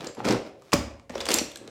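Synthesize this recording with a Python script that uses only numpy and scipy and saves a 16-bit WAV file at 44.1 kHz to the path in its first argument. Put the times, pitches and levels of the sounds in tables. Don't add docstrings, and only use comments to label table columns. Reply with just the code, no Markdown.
import sys
import numpy as np
from scipy import signal
from scipy.fft import rfft, irfft, next_fast_len
from scipy.io import wavfile

SR = 44100
rng = np.random.default_rng(int(sys.argv[2]) if len(sys.argv) > 2 else 0)


def log_audio(samples):
    frames = np.atleast_2d(samples).T
    limited = np.clip(frames, -1, 1)
    pcm = np.round(limited * 32767).astype(np.int16)
    wavfile.write(sys.argv[1], SR, pcm)


N = 74970
T = np.arange(N) / SR

# f/Hz, level/dB
AIR_SPECTRUM = [(25, -34), (45, -38), (68, 2.5), (110, 0), (250, -4.5), (400, -13), (550, -17.5),
                (1000, -16), (3000, -46), (7000, -32.5), (15500, -45)]
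AIR_DB = -61.5

# f/Hz, relative level/dB, t60/s
STANDING_WAVES = [(252.7, -16, 0.41), (360.5, -25, 0.62), (392.8, -19, 0.8), (550.6, -14.5, 1),
                  (560.4, -12, 0.63)]
STANDING_WAVES_DB = -17

# f/Hz, t60/s, level against the direct sound/dB
REVERBERATION = [(69.6, 0.82, -5.5), (139, 0.37, -6), (265, 0.58, -10.5), (510, 0.64, -5.5),
                 (1050, 0.49, -7), (2600, 0.47, -4.5), (5400, 0.41, -8), (7440, 0.36, -5.5),
                 (10800, 0.32, -8), (17200, 0.31, -13.5)]
ROOM_DELAY_MS, ROOM_BUILD_MS = 1, 3.9

# f/Hz, relative level/dB, t60/s
COUNTER_MODES = [(58, -8.5, 0.5), (72.8, -5, 0.52), (107.7, -6, 0.48), (163.2, -0.5, 0.22), (217, 3, 0.17),
                 (239.2, -5.5, 0.41), (332, -15, 0.096), (562, -2, 0.22), (573.5, 3, 0.24),
                 (697, -15, 0.43), (910, -12, 0.3), (1091, -7, 0.16), (1110, -20, .18)]
# t/s, level/dB, tilt/(dB per octave)
COUNTER_CONTACTS = [(0.7355, -24, -1), (1.103, -54.5, -9), (1.196, -50.5, -7), (1.345, -42.5, -2)]
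COUNTER_PIVOT_HZ, COUNTER_RISE_CYCLES = 207, 0.45
COUNTER_ROOM_DB = -6

# start t/s, length/s, level/dB, tilt/(dB per octave)
SLIDE_EVENTS = [(-0.02, 0.14, -41.5, 1.5), (0.164, 0.064, -41, -0.5), (0.196, 0.057, -43, -1.5),
                (0.234, 0.12, -27, 1), (0.285, 0.099, -28, -0.5), (0.442, 0.063, -48.5, 1),
                (0.567, 0.26, -63.5, 4.5), (1.101, 0.18, -42.5, 2), (1.264, 0.14, -31, 4),
                (1.54, 0.23, -52.5, 0)]
# f/Hz, level/dB
SLIDE_SPECTRUM = [(30, 5), (75, -24.5), (115, 4), (150, -8), (220, 5.5), (500, 4), (1000, -9), (1600, -12),
                  (2500, -16.5), (5500, -23.5), (9000, -36.5), (15500, -45)]
CATCHES_PER_S, CATCH_SPREAD_DB = 2800, 3

# t/s, level/dB, pitch f/Hz, decay constant of the driving envelope/ms
KNOCK_EVENTS = [(0.001, -36, 213, 2), (0.032, -34, 222, 2.7), (0.044, -38, 420, 2.9),
                (0.069, -39, 498, 9.9), (0.1698, -41.5, 950, 4.4), (0.183, -36, 307, 2.5),
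                (0.2030, -27, 830, 2.3), (0.2510, -28.5, 410, 5.8), (0.259, -30, 227, 7.5),
                (0.2720, -42, 480, 9.9), (0.2860, -53, 710, 2.5), (0.2965, -19, 200, 10.6),
                (0.3087, -20.5, 357, 1.7), (0.3195, -24, 508, 14), (0.3380, -54, 410, 8.5),
                (0.7300, -22.5, 1129, 3.9), (0.7380, -16.5, 291, 5.6), (1.0985, -35, 576, 3.8),
                (1.1010, -35.5, 263, 4.9), (1.1395, -38, 790, 2), (1.1558, -28.5, 568, 3.3),
                (1.1670, -38, 556, 9.1), (1.2100, -54, 450, 4.1), (1.2910, -32, 540, 3.1),
                (1.3060, -28, 446, 4), (1.3440, -22, 313, 3.6), (1.4130, -21.5, 317, 3.9),
                (1.6130, -41.5, 354, 3.6), (1.6390, -41.5, 330, 4), (1.6790, -42.5, 485, 1.7)]
# f/pitch [ratio], level/dB
KNOCK_SPECTRUM = [(.12, -27), (.35, -7.5), (.7, 4.5), (1.5, -3), (3, -14.5), (6, -34.5), (25, -55)]
KNOCK_RUB_DB, KNOCK_PUSH_MS = -5, 0.31

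# t/s, crack level/dB, crack tilt/(dB per octave),
# decay constant of the crack's driving envelope/ms, case ring f/Hz, ring level/dB
CLICK_EVENTS = [(0.0065, -37.5, -4, 4.5, 3710, -41.5), (0.0445, -43, 2.5, 1.6, 4390, -46.5),
                (0.0694, -46, 2.5, 1, 7160, -37.5), (0.0698, -44, -12, 1.7, 4750, -38),
                (0.1475, -49, -1.5, 4.4, 10800, -60), (0.2455, -40, 0.5, 5.1, 1310, -35),
                (0.2500, -27.5, -3, 8.7, 2480, -39), (0.2577, -38, -1, 4.5, 1450, -47),
                (0.2790, -24, -7.5, 4.9, 7700, -48), (0.2855, -26, -1, 4.9, 4900, -32.5),
                (0.3068, -31, -0.5, 7.5, 5420, -28), (0.3230, -34, 1, 2.8, 2480, -35),
                (0.621, -57, 2, 0.74, 1160, -54.5), (0.6826, -55.5, -5, 1.2, 2870, -66),
                (0.7195, -39, 0, 2.4, 2670, -40), (0.7246, -36, 0, 3.4, 5560, -59),
                (0.729, -18.5, -5, 2.6, 1150, -31), (0.7302, -22.5, -4.5, 4.6, 2300, -31),
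                (0.733, -18, 0.5, 2.8, 4790, -25.5), (0.7371, -41, 6, 1.5, 15300, -34.5),
                (0.7380, -25.5, -1.5, 4.5, 5400, -29), (0.997, -50, -4, 0.57, 2660, -58.5),
                (1.0947, -42.5, -1, 6, 1780, -51), (1.104, -40.5, -4.5, 4.7, 1880, -45),
                (1.1540, -31.5, -5.5, 3.5, 5520, -42.5), (1.179, -38, -2.5, 2.5, 3330, -42.5),
                (1.2034, -30.5, -1.5, 7.5, 3550, -33), (1.211, -34, -1.5, 9, 4900, -34.5),
                (1.2541, -32.5, 2.5, 5.4, 3400, -34.5), (1.2646, -29.5, -2.5, 7, 8500, -42),
                (1.2868, -24.5, -2, 4.7, 4870, -26), (1.2897, -30, -4, 0.91, 9180, -31.5),
                (1.3036, -25, 0, 7.5, 2800, -56), (1.313, -25.5, 0.5, 4.3, 4600, -53),
                (1.317, -23.5, 1.5, 2.9, 2890, -30), (1.3305, -33, 5, 5.2, 14700, -48),
                (1.3369, -32, 3.5, 1.5, 4260, -26.5), (1.3404, -17.5, 10.5, 2.7, 7490, -19.5),
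                (1.3856, -25, 2, 1.14, 5680, -22), (1.389, -30.5, 3, 1.25, 2780, -29.5),
                (1.3920, -36, -3.5, 5.5, 4450, -28.5), (1.516, -48, 8, 3.9, 3510, -45.5),
                (1.5575, -40, 4.5, 1.5, 3990, -40), (1.56, -58, 10, 2.8, 1710, -45),
                (1.571, -45, 2, 2.6, 8000, -45), (1.6758, -45, 0, 1.6, 3830, -47.5)]
# f/Hz, level/dB
CRACK_SPECTRUM = [(50, -14), (200, -6), (500, 11), (1100, 11), (1700, 7), (2500, 10.5), (3400, 6),
                  (5000, 8), (7500, 6.5), (10500, -6.5), (14000, -10), (16000, -32)]
CASE_CLUSTER = [(0.842, 0.53), (.91, 0.52), (0.962, 0.76), (0.999, 1), (1.046, 1), (1.102, 0.22),
                (1.188, 0.12)]
CRACK_RISE_MS, CASE_DECAY_MS = 1.0, 2.23

LOW_CUT_HZ, TOP_HZ = 62, 15900


def amp(db):
    return 10 ** (np.asarray(db) / 20)


def along(hz, points, column=1):
    table = np.array(points, float)
    return np.interp(np.log(np.maximum(hz, 1)), np.log(table[:, 0]), table[:, column])


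def colour(x, points, tilt_db=0):
    n = next_fast_len(2 * len(x), True)
    n += n % 2
    hz = np.maximum(np.arange(n // 2 + 1) * SR / n, points[0][0])
    level_db = along(hz, points) + tilt_db * np.log2(hz / 1000)
    cepstrum = irfft(np.log(amp(level_db)))
    cepstrum[1:n // 2] *= 2
    cepstrum[n // 2 + 1:] = 0
    response = np.exp(rfft(cepstrum))
    return irfft(rfft(x, n) * response)[:len(x)]


def blow(x):
    return x / np.sqrt(np.sum(x ** 2) / (.005 * SR) + 1e-18)


def fade(t, ms):
    return np.exp(-t * 1000 / max(ms, .05))


def decay_60(t60):
    return np.exp(-np.log(1000) * T / t60)


def mode(hz, t60):
    return np.sin(2 * np.pi * hz * T) * decay_60(t60)


def burst(shape, count=4):
    x = rng.standard_normal(len(shape)) * shape
    for _ in range(count):
        spectrum = rfft(x)
        flat = irfft(spectrum / (np.abs(spectrum) + 1e-12), len(x))
        x = flat * np.sqrt(shape)
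    return x


def add(out, s, x):
    i = int(np.clip(s * SR, 0, N - 1))
    out[i:i + len(x)] += x[:N - i]


def air():
    x = colour(rng.standard_normal(N), AIR_SPECTRUM)
    return amp(AIR_DB) * x / x.std()


def standing_waves():
    out = np.zeros(N)
    for hz, db, t60 in STANDING_WAVES:
        wave = mode(hz, t60)
        out += amp(db) * wave / np.linalg.norm(wave)
    return out * amp(STANDING_WAVES_DB)


def bathroom(count=19):
    noise = rfft(rng.standard_normal(N))
    hz = np.arange(N // 2 + 1) * SR / N
    build = 1 - fade(np.maximum(T - ROOM_DELAY_MS / 1000, 0), ROOM_BUILD_MS)
    out = np.zeros(N)
    for centre in 40 * 2 ** (np.arange(count) / 2):
        half_octaves = 2 * np.log2(np.maximum(hz, 1) / centre)
        band = np.cos(np.pi / 2 * np.clip(half_octaves, -1, 1)) ** 2
        tail = irfft(noise * band, N) * build * decay_60(along(centre, REVERBERATION))
        balance = np.sqrt(np.mean(band ** 2) / np.sum(tail ** 2))
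        out += tail * balance * amp(along(centre, REVERBERATION, column=2))
    return out


def counter():
    out = np.zeros(N)
    for hz, db, t60 in COUNTER_MODES:
        swell = 1 - np.exp(-(T * hz / COUNTER_RISE_CYCLES) ** 2)
        ring = mode(hz, t60) * swell
        for s, hit_db, tilt_db in COUNTER_CONTACTS:
            level_db = hit_db + db + tilt_db * np.log2(hz / COUNTER_PIVOT_HZ)
            add(out, s, amp(level_db) * ring)
    return out


def slides():
    out = np.zeros(N)
    for s, length, db, tilt_db in SLIDE_EVENTS:
        happens = rng.random(N) < CATCHES_PER_S / SR
        sign = rng.choice([-1, 1], N)
        strength = amp(CATCH_SPREAD_DB * np.minimum(rng.exponential(size=N), 4))
        swell = np.sin(np.pi * np.clip((T - s) / length, 0, 1))
        x = colour(happens * sign * strength * swell, SLIDE_SPECTRUM, tilt_db)
        out += amp(db) * x / np.sqrt(np.sum(x ** 2) / (length * SR) + 1e-18)
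    return out


def knocks(size=4096):
    out, t = np.zeros(N), T[:size]
    for s, db, hz, ms in KNOCK_EVENTS:
        shape = fade(t, ms) * (1 - fade(t, KNOCK_PUSH_MS))
        band = [(ratio * hz, band_db) for ratio, band_db in KNOCK_SPECTRUM]
        rub = colour(burst(shape), band)
        body = colour(shape * np.sin(2 * np.pi * hz * t), band)
        add(out, s, amp(db) * (blow(body) + amp(KNOCK_RUB_DB) * blow(rub)))
    return out


def clicks(size=3072, count=5):
    out, t = np.zeros((count, N)), T[:size]
    press = 1 - fade(t, CRACK_RISE_MS)
    for k, (s, db, tilt_db, ms, hz, ring_db) in enumerate(CLICK_EVENTS):
        crack = colour(burst(fade(t, ms) * press), CRACK_SPECTRUM, tilt_db)
        ring = np.zeros(size)
        for ratio, share in CASE_CLUSTER:
            ring += share * np.sin(2 * np.pi * (hz * ratio * t + rng.random()))
        ring *= fade(t, CASE_DECAY_MS) * press
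        add(out[k % count], s, amp(db) * blow(crack) + amp(ring_db) * blow(ring))
    return out


def convolve(x, response):
    return signal.fftconvolve(x, response)[:N]


def scene():
    boom = counter()
    paths = [*clicks(), knocks() + slides()]
    handling = sum(paths)
    wet = sum(convolve(x, bathroom()) for x in paths)
    wet = wet + convolve(handling, standing_waves())
    wet = wet + amp(COUNTER_ROOM_DB) * convolve(boom, bathroom())
    return (handling + boom + wet + air())[None]


def record(dry):
    low_cut = signal.butter(2, LOW_CUT_HZ, "high", fs=SR, output="sos")
    top_cut = signal.ellip(10, .2, 70, TOP_HZ, fs=SR, output="sos")
    return signal.sosfilt(top_cut, signal.sosfilt(low_cut, dry))


dry = scene()
out = record(dry)
log_audio(out)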